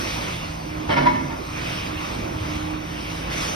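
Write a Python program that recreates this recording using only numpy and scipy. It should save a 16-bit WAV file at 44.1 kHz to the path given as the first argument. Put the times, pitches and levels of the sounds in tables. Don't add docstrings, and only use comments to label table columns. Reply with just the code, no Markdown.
import sys
import numpy as np
from scipy import signal
from scipy.fft import rfft, irfft, next_fast_len
from scipy.io import wavfile
from scipy.ndimage import uniform_filter1d, map_coordinates

SR = 44100
rng = np.random.default_rng(int(sys.argv[2]) if len(sys.argv) > 2 else 0)


def wrap_up_sound(samples):
    columns = np.atleast_2d(samples).T
    tamed = np.clip(columns, -1, 1)
    steps = np.round(tamed * 32767).astype(np.int16)
    wavfile.write(sys.argv[1], SR, steps)


N = 156555


def amp(db):
    return 10 ** (np.asarray(db) / 20)


def unit(x):
    return x / np.sqrt(np.mean(x ** 2) + 1e-20)


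def along(points, hz):
    point_hz, values = np.transpose(points)
    return np.interp(np.log(hz + 1), np.log(point_hz + 1), values)


def curves(rows):
    seconds, *columns = np.transpose(rows)
    return [np.interp(np.arange(N) / SR, seconds, column) for column in columns]


def wobble(rate):
    coarse = np.arange(0, N + 64, 64)
    knots = rng.standard_normal(400)
    curve = map_coordinates(knots, [coarse * rate / SR], mode="mirror")
    return np.interp(np.arange(N), coarse, curve)


def filtered(x, response):
    size = next_fast_len(N + SR // 2)
    spectrum = rfft(x, size) * response(np.fft.rfftfreq(size, 1 / SR))
    return irfft(spectrum, size)[..., :N]


def tilt(hz):
    # frequency in Hz, left minus right in dB.
    balance = [(110, 0), (200, -3.2), (350, -9), (680, -2.5), (1250, 0), (2300, -1), (7000, 0)]
    gains = amp(np.array([[.5], [-.5]]) * along(balance, hz))
    return gains / np.sqrt(np.mean(gains ** 2, axis=0))


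def ports(x):
    # frequency in Hz, lead of the left port in radians.
    left_lead = [(100, 0), (180, -.3), (340, -1), (460, -2.1), (750, -3.4), (1300, -4.2), (2900, -4.6),
                 (3600, -5.9), (5300, -6.2), (6500, -3.3), (7900, -3.2), (9200, -5.2), (12000, -6.2),
                 (14000, -5.5)]

    def response(hz):
        return np.exp(np.array([[.5j], [-.5j]]) * along(left_lead, hz)) * tilt(hz)

    return filtered(x, response)


def diffuse(pair):
    # frequency in Hz, coherence from 0 to 1.
    coherence = [(110, 1), (200, .95), (330, .72), (440, .2), (620, .5), (820, .7), (1300, .45), (1800, .3),
                 (2400, .6), (4200, .65), (5100, .8), (6000, .55), (7200, .55), (9000, .4), (12000, .6)]

    def shares(hz):
        turn = np.arccos(np.clip(along(coherence, hz), 0, 1)) / 2
        return np.array([np.cos(turn), np.sin(turn)])

    common, opposed = filtered(pair, shares)
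    return ports(np.array([common + opposed, common - opposed]))


def noise(spectrum, patchy_db):
    cells = signal.stft(rng.standard_normal((2, N)), nperseg=512)[2]
    patches = uniform_filter1d(rng.standard_normal(cells.shape[1:]), size=5, axis=0)
    patches = uniform_filter1d(patches, size=12, axis=1)
    pair = signal.istft(cells * amp(patchy_db * unit(patches)), nperseg=512)[1][:, :N]
    colored = filtered(pair, lambda hz: amp(along(spectrum, hz)))
    return unit(diffuse(colored))


def engines():
    # frequency in Hz, rms level in dB.
    low_tones = [(55, -45), (85, -45), (108.5, -48.5)]
    # time in seconds, rms level in dB.
    hum_level = [(.12, -49.5), (.25, -37.5), (.7, -39.5), (1.5, -46.5), (1.7, -39), (2.0, -46.5),
                 (2.7, -39.5), (3.0, -47), (3.17, -36.5), (3.55, -41.5)]
    # time in seconds, level before the trim in dB.
    fan_level = [(0, -42.5), (.55, -48), (.7, -38.5), (.82, -32), (.92, -47), (1.2, -44), (2.2, -41.5),
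                 (2.4, -37), (2.75, -32), (2.87, -40.5), (3.55, -42)]
    # time in seconds, level before the trim in dB.
    rumble_level = [(0, -36), (.4, -34), (.65, -39), (.92, -29.5), (1.15, -36), (1.5, -44), (1.68, -30),
                    (1.85, -40), (2.0, -37), (2.22, -35), (2.42, -39), (2.6, -29.5), (3.0, -39.5),
                    (3.55, -36.5)]
    # frequency in Hz, relative density in dB per Hz.
    rumble_color = [(15, -21), (32, -2), (55, 9.5), (90, 2), (130, 1.5), (250, -2), (500, -44)]
    # time in seconds, rms level in dB.
    roar_level = [(0, -29.5), (.6, -33), (1.5, -32), (2.3, -29.5), (2.95, -33.5), (3.5, -31)]
    # frequency in Hz, relative density in dB per Hz.
    roar_color = [(20, -11), (40, -6), (100, 2), (200, -0.5), (340, 0.5), (430, -6), (560, -2.5), (800, -4),
                  (1100, -4), (1700, -14.5), (2500, -13), (4000, -30.5), (6000, -87.5), (9000, -48.5),
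                  (14000, -35)]
    hum_hz, fan_hz = 163, 308.3
    speed_drift, fan_drift = 0.0089, 0.00473
    fan_trim_db, fan_flutter_db, rumble_trim_db = 0.5, 1.5, -3.5

    clock = np.cumsum(1 + speed_drift * wobble(5.1)) / SR
    drone = np.zeros(N)
    for hz, db in low_tones:
        level = amp(db + 1.9 * wobble(5.9))
        drone += level * np.sin(2 * np.pi * (hz * clock + rng.random()))
    hum = amp(curves(hum_level)[0]) * np.sin(2 * np.pi * hum_hz * clock)

    fan_phase = 2 * np.pi * np.cumsum(fan_hz * (1 + fan_drift * wobble(7.6))) / SR
    fan_db = curves(fan_level)[0] + fan_trim_db + fan_flutter_db * wobble(12)
    fan = amp(fan_db) * np.sin(fan_phase)

    rumble = amp(curves(rumble_level)[0] + rumble_trim_db) * noise(rumble_color, patchy_db=1.0)
    roar = amp(curves(roar_level)[0]) * noise(roar_color, patchy_db=1.76)
    tones = np.sqrt(2) * (drone + hum + fan)
    return ports(tones) + rumble + roar


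def hiss():
    # time in seconds, level of the rush and level of the treble, both before trims in dB.
    swells = [(0, -37, -35), (.1, -35, -36), (.28, -35, -39.5), (.42, -39.5, -43), (.62, -48.5, -46.5),
              (.85, -44.5, -47), (1.42, -50.5, -46.5), (1.58, -38, -42.5), (1.74, -34, -39.5),
              (1.95, -39.5, -44.5), (2.08, -38, -41.5), (2.32, -46.5, -46), (2.53, -37, -42.5),
              (2.8, -45, -48.5), (3.12, -38.5, -41), (3.295, -39, -44), (3.32, -34, -37),
              (3.43, -32, -33.5), (3.55, -35.5, -38)]
    # frequency in Hz, relative density in dB per Hz.
    rush_color = [(200, -10.5), (600, -3.5), (1200, -1), (1750, -2), (2300, 1.5), (3000, -1.5),
                  (3800, -7.5), (6000, -53), (15000, -110)]
    # frequency in Hz, relative density in dB per Hz.
    treble_color = [(1500, -30), (3100, -3), (4200, 0), (5200, 1), (6300, 1.5), (7200, -22), (8200, -5),
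                    (9500, -11), (11000, -14.5), (14000, -19.5)]
    rush_trim_db, treble_trim_db, treble_flutter_db = 3.5, 1.5, 0.4

    rush_db, treble_db = curves(swells)
    rush = amp(rush_db + rush_trim_db) * noise(rush_color, patchy_db=2)
    treble_db = treble_db + treble_trim_db + treble_flutter_db * wobble(21.85)
    return rush + amp(treble_db) * noise(treble_color, patchy_db=2.0)


def ring(modes, t, clock, blur, scatter_db):
    out = np.zeros((2, len(t)))
    for hz, db, t60, left_lead in modes:
        phase = 2 * np.pi * (hz * clock + rng.random()) + blur * wobble(57.0)[:len(t)]
        level = amp(db + scatter_db * wobble(57.0)[:len(t)] - 60 * t / t60)
        out += level * np.sin(phase + left_lead * np.array([[.5], [-.5]]))
    return out


def contact_spikes():
    contacts = (rng.random(N) < 500 / SR) * amp(2 * rng.standard_normal(N))
    keep = np.exp(-1 / (0.019 * SR))
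    return unit(np.sqrt(signal.lfilter([1], [1, -keep], contacts ** 2)))


def crash():
    # start in seconds, then levels in dB of thud, clatter, wall ring, clang
    # and boom, spread of the contacts in seconds, clang pitch as a ratio.
    blows = [(.888, -19.5, -21.5, -26, -26, -36, .035, 0.93),
             (.907, -38, -24, -27.5, -36, -33, 0.037, 1.03),
             (.96, -23, -20.5, -21.5, -19, -23.5, .03, .985), (1.0, -26, -25, -31, -24.5, -34, 0.041, .975),
             (1.054, -23, -21.5, -20, -10.5, -25, 0.019, 1.005),
             (1.14, -32, -33.5, -31, -35, -31.5, 0.028, .96),
             (1.291, -38, -37.5, -38, -33.5, -44, 0.042, 0.95)]
    # mode in Hz, relative level in dB, t60 in seconds, left lead in radians.
    wall_modes = [(602, -3.5, 0.15, -2.5), (796, -10, 0.11, 5), (877, -8, 0.21, 4), (1225, -14, .2, -2),
                  (1300, -16, 0.2, 5), (1391, -8.5, .16, 1.5), (1600, -11, 0.11, 4),
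                  (1727, -9.5, 0.28, -1.5), (1800, -11.5, 0.23, 1), (1955, -15.5, 0.22, 2.5),
                  (2135, -7, 0.19, 1.5), (2197, -9, 0.3, 2.5), (2590, -13, 0.3, 1.5)]
    # frequency in Hz before
    # pitch ratio and sag, relative level in dB, t60 in seconds, left lead in radians.
    clang_mode = [(983, -1, .17, -1.45)]
    # mode in Hz, relative level in dB, t60 in seconds,
    # left lead in radians.
    air_modes = [(141.5, -2, 0.55, -.25), (233, -4, 0.33, -0.82), (264.3, -1.5, 0.41, -0.63),
                 (278, -9.5, 0.74, -1.05), (335.3, -3, 0.34, -0.78)]
    # frequency in Hz, relative density in dB per Hz.
    thud_color = [(50, -25), (130, -8), (270, 0), (370, -1), (460, -12.5), (610, -2), (800, -16),
                  (1200, -27), (4000, -63)]
    # frequency in Hz, relative density in dB per Hz.
    scrap_color = [(150, -27), (450, -12), (620, 2.5), (850, 1), (1120, 1), (1400, -3.5), (2200, -5.5),
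                   (3000, -21), (4200, -31), (8000, -61)]
    # frequency in Hz, relative density in dB per Hz.
    spray_color = [(1200, -20), (3100, 3.5), (4200, -4), (5600, -3), (7200, -45), (9000, -17), (14000, -35)]
    rise_s, contact_t60, spray_db = .008, 0.14, -12.5
    sag, sag_s, settled = .05, 0.097, 0.95

    power, steel = np.zeros((2, N)), np.zeros((2, N))
    for start, thud_db, clatter_db, ring_db, clang_db, boom_db, spread, pitch in blows:
        t = np.maximum(np.arange(N) / SR - start, 0)
        rise = 1 - np.exp(-t / rise_s)
        fall_db = 60 * np.maximum(t - spread, 0) / contact_t60
        power += (rise * amp(np.array([[thud_db], [clatter_db]]) - fall_db)) ** 2

        span = slice(int(start * SR), int(start * SR) + SR)
        t = t[span]
        sinking = pitch * (settled * t + sag * sag_s * (1 - np.exp(-t / sag_s)))
        fading = np.maximum(t - spread, 0)
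        wall = amp(ring_db) * ring(wall_modes, fading, t, blur=0.34, scatter_db=3)
        clang = amp(clang_db) * ring(clang_mode, fading, sinking, blur=0.24, scatter_db=3.5)
        boom = amp(boom_db) * ring(air_modes, fading, t, blur=0.21, scatter_db=0.5)
        steel[:, span] += rise[span] * (wall + clang + boom)

    thud, clatter = np.sqrt(power)
    heavy = noise(thud_color, patchy_db=3.0)
    loose = noise(scrap_color, patchy_db=3.5) + amp(spray_db) * noise(spray_color, patchy_db=2)
    return thud * heavy + clatter * contact_spikes() * loose + filtered(steel, tilt)


def clinks():
    # start in seconds, pitch in Hz, starting level of the main tone in dB.
    strikes = [(.907, 3220, -25), (0.928, 3170, -24.5), (.964, 2343, -23)]
    t60 = 0.035
    out = np.zeros(N)
    for start, hz, db in strikes:
        t = np.maximum(np.arange(N) / SR - start, 0)
        phase = 2 * np.pi * hz * t + 0.44 * wobble(300)
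        tone = np.sin(phase) + 0.19 * np.sin(1.42 * phase)
        out += (t > 0) * amp(db - 60 * t / t60) * tone
    return ports(out)


def echo(x):
    # frequency in Hz, t60 in seconds.
    decay = [(100, 1), (500, 0.74), (1000, 0.57), (2200, 1), (10000, 0.1)]
    hz, t, cells = signal.stft(rng.standard_normal((2, SR)), SR, nperseg=256)
    fading = amp(-60 * t / along(decay, hz)[:, None])
    tail = signal.istft(cells * fading, SR, nperseg=256)[1]
    tail = tail / np.linalg.norm(tail[0])
    late = np.pad(x, (SR // 50, 0))[None]
    return diffuse(signal.fftconvolve(late, tail, axes=1)[:, :N])


def bumps():
    # start in seconds, peak of the envelope in dB.
    pushes = [(1.959, -23), (2.352, -24.5), (2.409, -21), (2.496, -29), (2.538, -28)]
    bump_hz, peak_s = 94, 0.0071
    out = np.zeros(N)
    for start, db in pushes:
        t = np.maximum(np.arange(N) / SR - start, 0)
        envelope = t / peak_s * np.exp(1 - t / peak_s)
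        out -= amp(db) * envelope * np.sin(2 * np.pi * bump_hz * t)
    return out


def scene():
    echo_db = -11
    scrap = crash() + clinks()
    answer = amp(echo_db) * echo(scrap[1])
    return scrap + answer + engines() + bumps() + hiss()


def record(dry):
    ceiling, top_hz = .7, 14200
    rounded = dry / (1 + (dry / ceiling) ** 6) ** (1 / 6)
    return filtered(rounded, lambda hz: hz < top_hz)


dry = scene()
out = record(dry)
wrap_up_sound(out)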